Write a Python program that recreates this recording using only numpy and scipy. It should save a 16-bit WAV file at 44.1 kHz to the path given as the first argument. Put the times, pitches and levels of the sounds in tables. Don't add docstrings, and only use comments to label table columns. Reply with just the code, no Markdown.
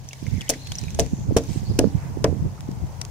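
import sys
import numpy as np
from scipy import signal
from scipy.fft import rfft, irfft
from scipy.io import wavfile

SR = 44100
rng = np.random.default_rng(int(sys.argv[2]) if len(sys.argv) > 2 else 0)


def to_wav(sig):
    pcm = np.clip(np.atleast_2d(sig), -1, 1) * 32767
    pcm = np.round(pcm).astype(np.int16)
    wavfile.write(sys.argv[1], SR, pcm.T)


N = 136710
TIME = np.arange(N) / SR
AGE = TIME[:16384]

# t/s, relative ring level/dB, push/dB, clap/dB, spray/dB, air pocket f/Hz, ring length factor
HAND_SLAPS = [(0.4948, -20.5, -23.5, -25, -31, 576, 0.89), (0.9904, -14.5, -19, -24, -34, 637, 0.86),
              (1.3637, -16.5, -9, -14.5, -39, 423, 1.01), (1.7890, -13, -9, -22.5, -39.5, 350, 1.12),
              (2.2429, -15, -10, -14, -44, 463, 1.02)]
# f/Hz, relative level/dB
TUB_NOTES = [(268, -1.5), (308, -4.5), (365, -10.5), (440, -5), (457, -1), (540, -3), (605, -1.5),
             (668, -0.5), (725, -7.5), (845, -10), (957, -23.5), (1670, -7)]
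# t/s, level/dB, rise/s, decay/s, treble tilt/(dB per octave)
SURFACE_CRACKS = [(0.492, -12.5, 0.0007, 0.0033, 8), (0.4962, -13.5, 0.0022, 0.002, 2.5),
                  (0.5013, -13.5, 0.00084, 0.0041, 5), (0.9882, -28, 0.0016, 0.0093, -1),
                  (0.9946, -14.5, 0.0016, 0.003, 1), (1.3646, -17.5, 0.0046, 0.0071, -0.5),
                  (1.3842, -25.5, 0.00077, 0.0015, -3), (1.7875, -12.5, 0.0051, 0.0011, 0),
                  (2.241, -13.5, 0.0031, 0.0019, -3.5)]
# t/s, bubble f/Hz, bubble level/dB, splat level/dB
FALLING_DROPS = [(0.088, 6070, -21.5, -35.5), (0.11, 2730, -33.5, -49), (.131, 2260, -33.5, -31),
                 (0.2664, 2130, -28, -38.5), (0.4087, 3240, -22.5, -33), (.415, 2770, -28, -38),
                 (0.482, 3070, -28, -58), (0.537, 2070, -27.5, -35), (0.6711, 3500, -30, -33),
                 (0.7188, 3240, -23, -25.5), (0.7538, 5890, -15.5, -36), (.785, 5770, -12.5, -34.5),
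                 (.8135, 4000, -36, -38), (0.837, 2480, -35.5, -36.5), (0.882, 2350, -30.5, -45),
                 (0.905, 6300, -31, -36.5), (0.946, 6300, -23, -36), (1.002, 6150, -5, -24),
                 (1.437, 6360, -32, -38), (2.578, 1350, -40.5, -60), (3.015, 5620, -20, -40)]
# t/s, level/dB
PLASTIC_TICKS = [(0.1327, -26), (.4175, -24.5), (0.949, -27), (1.0633, -26.5), (2.6075, -27.5),
                 (2.7152, -34), (3.0141, -20), (3.0160, -18.5), (3.051, -26)]
# t/s, level/dB
PATTER_LEVEL = [(0, -55.5), (.3, -47.5), (.6, -49.5), (.8, -46), (1.1, -51), (1.3, -55), (1.53, -44),
                (1.65, -50.5), (1.9, -52.5), (2.15, -56.5), (3.1, -56)]
# t/s, length/s, f/Hz, level/dB
FOAM_FIZZES = [(1.009, 0.3, 6500, -51.5), (1.483, 0.12, 7800, -51.5), (1.692, 0.22, 5010, -53),
               (1.95, 0.16, 1902, -51.5)]
# t/s, relative level/dB
LEFT_GUSTS = [(0, -41), (.88, -37.5), (1.02, -24.5), (1.16, -32), (1.31, -24), (1.48, -37.5), (1.68, -34.5),
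              (1.81, -22.5), (1.9, -36), (2.25, -32), (2.36, -39), (2.44, -31.5), (2.58, -35.5),
              (2.8, -28.5), (3.1, -39.5)]
RIGHT_GUSTS = [(0, -39), (.2, -43), (0.234, -25.5), (.37, -23.5), (.44, -37), (.65, -41), (0.688, -25),
               (.78, -30.5), (1.2, -29), (1.3, -22.5), (1.47, -34.5), (1.77, -24), (1.85, -14),
               (1.93, -24.5), (2.08, -34), (2.17, -24), (2.471, -24.5), (2.57, -42), (2.69, -31),
               (2.77, -31.5), (3.1, -42)]
# t/s, port (0 left, 1 right), level/dB, f/Hz
WIND_SWIRLS = [(0.228, 1, -18, 246), (0.285, 1, -12, 136), (0.341, 1, -8.5, 164), (0.382, 1, -15, 183),
               (1.135, 1, -6.5, 195), (1.311, 0, -11.5, 440), (1.324, 1, -7.5, 257), (1.561, 1, -13.5, 273),
               (1.576, 1, -7.5, 125.5), (1.698, 0, -13, 105), (1.828, 1, -12, 131), (1.843, 1, 0, 424),
               (1.857, 1, -3.5, 202), (1.873, 1, -6, 167), (1.953, 1, -3.5, 137), (2.173, 1, -12, 326),
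               (2.328, 1, -11.5, 372), (2.426, 0, -10, 147), (2.691, 0, -12.5, 255)]
# t/s, level/dB
HISS_LEVEL = [(0, -53), (1.85, -47), (2.05, -44), (2.5, -47.5), (3.1, -45)]
# f/Hz, level/dB
FAR_HUM = [(134.6, -43)]
# t/s, length/s, f/Hz, level/dB, glide/(Hz per s)
FAR_WHISTLES = [(0.303, 0.26, 2120, -48.5, -900), (0.577, 0.19, 4000, -47, 1802),
                (0.718, 0.22, 4080, -52.5, -1300), (1.65, 0.041, 4530, -47, 0),
                (1.689, 0.036, 5450, -47, -42000)]

# f/Hz, relative level/dB
CLAP_TONE = [(150, 12), (400, -4), (650, 0), (1000, 1.5), (1300, -7.5), (1800, -10), (2600, -16),
             (5000, -50), (12000, -45)]
SPRAY_TONE = [(300, 23.5), (1200, 2.5), (2400, 7.5), (4000, 6), (6200, 8.5), (9000, -1), (12000, -5),
              (15500, -43)]
CRACK_TONE = [(300, -12), (1200, -4.5), (2000, -5), (3200, 0), (4200, -4.5), (5900, 5), (8000, -3.5),
              (10500, -5.5), (12500, -13.5), (15500, -15)]
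PATTER_TONE = [(300, -16), (1200, -3.5), (2400, -1), (4000, -1.5), (6400, 2), (8500, -7.5), (12000, -11.5),
               (15500, -13)]
WIND_TONE = [(15, -50), (35, -7), (60, -2.5), (85, 4.5), (130, 0), (190, -3.5), (280, -13.5), (420, -17.5),
             (700, -32.5), (1500, -46.5), (5000, -149)]
HISS_TONE = [(150, -2), (366, -6), (600, -5), (900, 0), (1300, -13.5), (2100, -17.5), (3500, -30),
             (5800, -20.5), (8500, -26), (15000, -30.5)]
# f/Hz, likeness (0 unrelated, 1 or more the same)
PORT_LIKENESS = [(100, 7.5), (900, -0.08), (2500, 0.2), (4500, -0.06), (16000, 0)]
# f/Hz, level/dB
LEFT_OVER_RIGHT = [(100, 0.5), (1050, 0), (1650, -2.5), (3000, -0.5), (4500, 2), (5800, 2.5), (7200, -4),
                   (9500, -5.5), (15000, -0.5)]


def slaps():
    push_s = .0024
    out = np.zeros((2, N))
    for start, ring_db, push_db, clap_db, spray_db, pocket_hz, length in HAND_SLAPS:
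        add(out, start, amp(ring_db - 3) * tub_ring(pocket_hz, length))
        push = -np.sin(2 * np.pi * pocket_hz * AGE) * AGE / push_s * np.exp(1 - AGE / push_s)
        add(out, start, amp(push_db) * push)
        add(out, start, amp(clap_db) * burst(CLAP_TONE, rise_s=.002, decay_s=.012))
        add(out, start, amp(spray_db) * burst(SPRAY_TONE, rise_s=.025, decay_s=.031))
    return out


def tub_ring(pocket_hz, length):
    rise_s, off_pitch_db = .001, 5
    ring_cycles = 85.6 * length
    ring = np.zeros((2, len(AGE)))
    for hz, db in TUB_NOTES:
        phase, left, right = rng.standard_normal(3)
        pitch = hz * (1 + .025 * wander(rate_hz=25, size=len(AGE)))
        turns = np.cumsum(pitch) / SR + phase + .039 * np.array([[left], [right]])
        loss_db = off_pitch_db * min(np.log2(hz / pocket_hz) ** 2, 1)
        fade_db = 60 * AGE * hz / ring_cycles
        ring += amp(db - loss_db - fade_db) * np.sin(2 * np.pi * turns)
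    return ring * (1 - np.exp(-AGE / rise_s))


def cracks():
    out = np.zeros((2, N))
    for start, db, rise_s, decay_s, tilt_db in SURFACE_CRACKS:
        add(out, start, amp(db) * burst(CRACK_TONE, rise_s, decay_s, tilt_db))
    return out


def drops():
    out = np.zeros((2, N))
    for start, hz, bubble_db, splat_db in FALLING_DROPS:
        add(out, start, amp(bubble_db) * bubble(hz))
        for delay_s, octaves in zip(rng.uniform(0, .008, 2), rng.normal(0, .2, 2)):
            add(out, start + delay_s, amp(bubble_db - 12) * bubble(hz * 2 ** octaves))
        tilt_db = 2 * np.log2(hz / 5500)
        add(out, start, amp(splat_db) * burst(CRACK_TONE, rise_s=.00045, decay_s=.0032, tilt_db=tilt_db))
    return out


def bubble(hz):
    rise_s, decay_cycles = .0009, 8
    t = AGE[:3000]
    glide_per_s = rng.normal(5, 9)
    turns = hz * (t + glide_per_s * t ** 2 / 2)
    offset = np.array([[0], [rng.uniform(-1.95, 1) * hz / 22000]])
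    loudness = np.minimum(t / rise_s, 1) * np.exp(-t * hz / decay_cycles)
    return loudness * np.sin(2 * np.pi * (turns + offset))


def ticks():
    out = np.zeros((2, N))
    for start, db in PLASTIC_TICKS:
        tick = burst(CRACK_TONE, rise_s=.0001, decay_s=.0006, tilt_db=-2)
        add(out, start, pan(left_db=3) * amp(db) * tick)
    return out


def patter():
    fine_per_s, big_per_s, decay_cycles = 14000, 35, 2
    pitches = np.geomspace(1500, 15000, 24)
    choice = rng.integers(0, len(pitches), N)
    hits = random_hits(fine_per_s)
    fine, t = np.zeros((2, N)), AGE[:600]
    for k, hz in enumerate(pitches):
        fade = t * hz / decay_cycles
        droplet = np.sin(2 * np.pi * hz * t) * fade * np.exp(-fade) * hz
        fine += signal.oaconvolve(hits * (choice == k), droplet[None], axes=1)[:, :N]
    big = amp(19) * random_hits(big_per_s)
    return level(PATTER_LEVEL) * shape_tone(unit(fine) + big, PATTER_TONE)


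def foam():
    out = np.zeros((2, N))
    for start, length_s, hz, db in FOAM_FIZZES:
        add(out, start, amp(db) * blurred_note(length_s, hz, width_hz=800))
    return out


def tub_echo(sound):
    echo_db, gap_s, decay_s = -16, .002, .005
    t = AGE[:4096]
    bounces = rng.standard_normal((2, len(t))) * np.exp(-t / decay_s) * (t > gap_s)
    bounces /= np.linalg.norm(bounces[0])
    return sound + amp(echo_db) * signal.oaconvolve(sound, bounces, axes=1)[:, :N]


def wind():
    lump_db, flutter_above_hz = 3.5, 220
    hz = np.fft.rfftfreq(N, 1 / SR)
    out = np.zeros((2, N))
    for port, gusts in enumerate((LEFT_GUSTS, RIGHT_GUSTS)):
        spectrum = rfft(rng.standard_normal(N)) * amp(read_curve(WIND_TONE, hz))
        rumble = irfft(spectrum, N)
        flutter = irfft(spectrum * hz ** 2 / (hz ** 2 + flutter_above_hz ** 2), N)
        gust = level(gusts) * amp(lump_db * wander(rate_hz=18.6, size=N))
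        brighten = (gust / amp(-19)) ** .95 - 1
        out[port] = amp(1.5) * gust * (rumble + brighten * flutter) / rumble.std()
    return out


def swirls():
    width_cycles = .6
    t = AGE[:2646] - AGE[1323]
    out = np.zeros((2, N))
    for middle, port, db, hz in WIND_SWIRLS:
        swell = np.exp(-abs(t * hz / width_cycles) ** 1.3)
        thump = amp(db) * swell * np.sin(2 * np.pi * (hz * t + rng.random()))
        add(out, middle + t[0], np.array([[1 - port], [port]]) * thump)
    return out


def garden():
    hum_waver_hz, whistle_waver_hz = 1.475, 80
    out = np.zeros((2, N))
    for hz, db in FAR_HUM:
        pitch = hz + hum_waver_hz * wander(rate_hz=4.8, size=N)
        out += amp(db) * unit(np.sin(2 * np.pi * np.cumsum(pitch) / SR))
    out += level(HISS_LEVEL) * shape_tone(rng.standard_normal((2, N)), HISS_TONE)
    for start, length_s, hz, db, glide in FAR_WHISTLES:
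        pitch = hz + glide * AGE + whistle_waver_hz * wander(rate_hz=20.3, size=len(AGE))
        add(out, start, amp(db) * blurred_note(length_s, pitch, width_hz=220))
    return out


def burst(tone, rise_s, decay_s, tilt_db=0):
    noise = rng.standard_normal((2, len(AGE)))
    clumps = amp(wander(rate_hz=300, size=len(AGE)))
    loudness = np.minimum(AGE / rise_s, 1) * np.exp(-np.maximum(AGE - rise_s, 0) / decay_s)
    return loudness * shape_tone(noise * clumps, tone, tilt_db)


def blurred_note(length_s, hz, width_hz):
    blur = np.array([wander(width_hz, len(AGE)) + 1j * wander(width_hz, len(AGE)) for port in range(2)])
    swell = np.sqrt(abs(np.sin(np.pi * np.minimum(AGE / length_s, 1))))
    turns = np.cumsum(hz * np.ones(len(AGE))) / SR
    return swell * (blur * np.exp(2j * np.pi * turns)).real


def shape_tone(noise, tone, tilt_db=0):
    hz = np.fft.rfftfreq(noise.shape[1], 1 / SR)
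    shared, apart = rfft(noise)
    angle = np.arccos(np.clip(read_curve(PORT_LIKENESS, hz), -1, 1)) / 2
    blend = np.cos(angle) * shared + np.array([[1], [-1]]) * np.sin(angle) * apart
    gain = amp(read_curve(tone, hz) + tilt_db * np.log2((hz + 500) / 5000))
    return unit(irfft(blend * gain, noise.shape[1]))


def random_hits(per_s):
    return (rng.random(N) < per_s / SR) * rng.standard_normal((2, N))


def wander(rate_hz, size):
    hz = np.fft.rfftfreq(size, 1 / SR)
    return unit(irfft(rfft(rng.standard_normal(size)) / (1 + (hz / rate_hz) ** 4), size))


def amp(db):
    return 10 ** (np.asarray(db) / 20)


def unit(sound):
    return sound / np.sqrt(np.mean(sound ** 2) + 1e-20)


def read_curve(points, hz):
    table_hz, values = np.transpose(points)
    return np.interp(np.log(hz + 1), np.log(table_hz), values)


def level(points):
    return amp(np.interp(TIME, *np.transpose(points)))


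def pan(left_db):
    return amp(np.array([[.5], [-.5]]) * left_db)


def add(mix, start_s, sound):
    part = mix[:, max(round(start_s * SR), 0):][:, :sound.shape[-1]]
    part += sound[..., :part.shape[1]]


def scene():
    water = slaps() + tub_echo(cracks() + drops() + ticks() + patter() + foam())
    return water + garden() + wind() + swirls()


def record(dry):
    ceiling, cutoff_hz = .9, 15800
    sides = pan(read_curve(LEFT_OVER_RIGHT, np.fft.rfftfreq(N, 1 / SR)))
    heard = irfft(rfft(dry) * sides / np.sqrt((sides ** 2).mean(0)), N)
    rounded = heard / (1 + (heard / ceiling) ** 4) ** .25
    treble_cut = signal.firwin(255, cutoff_hz, window=("kaiser", 9), fs=SR)
    return signal.oaconvolve(rounded, treble_cut[None], "same")


dry = scene()
out = record(dry)
to_wav(out)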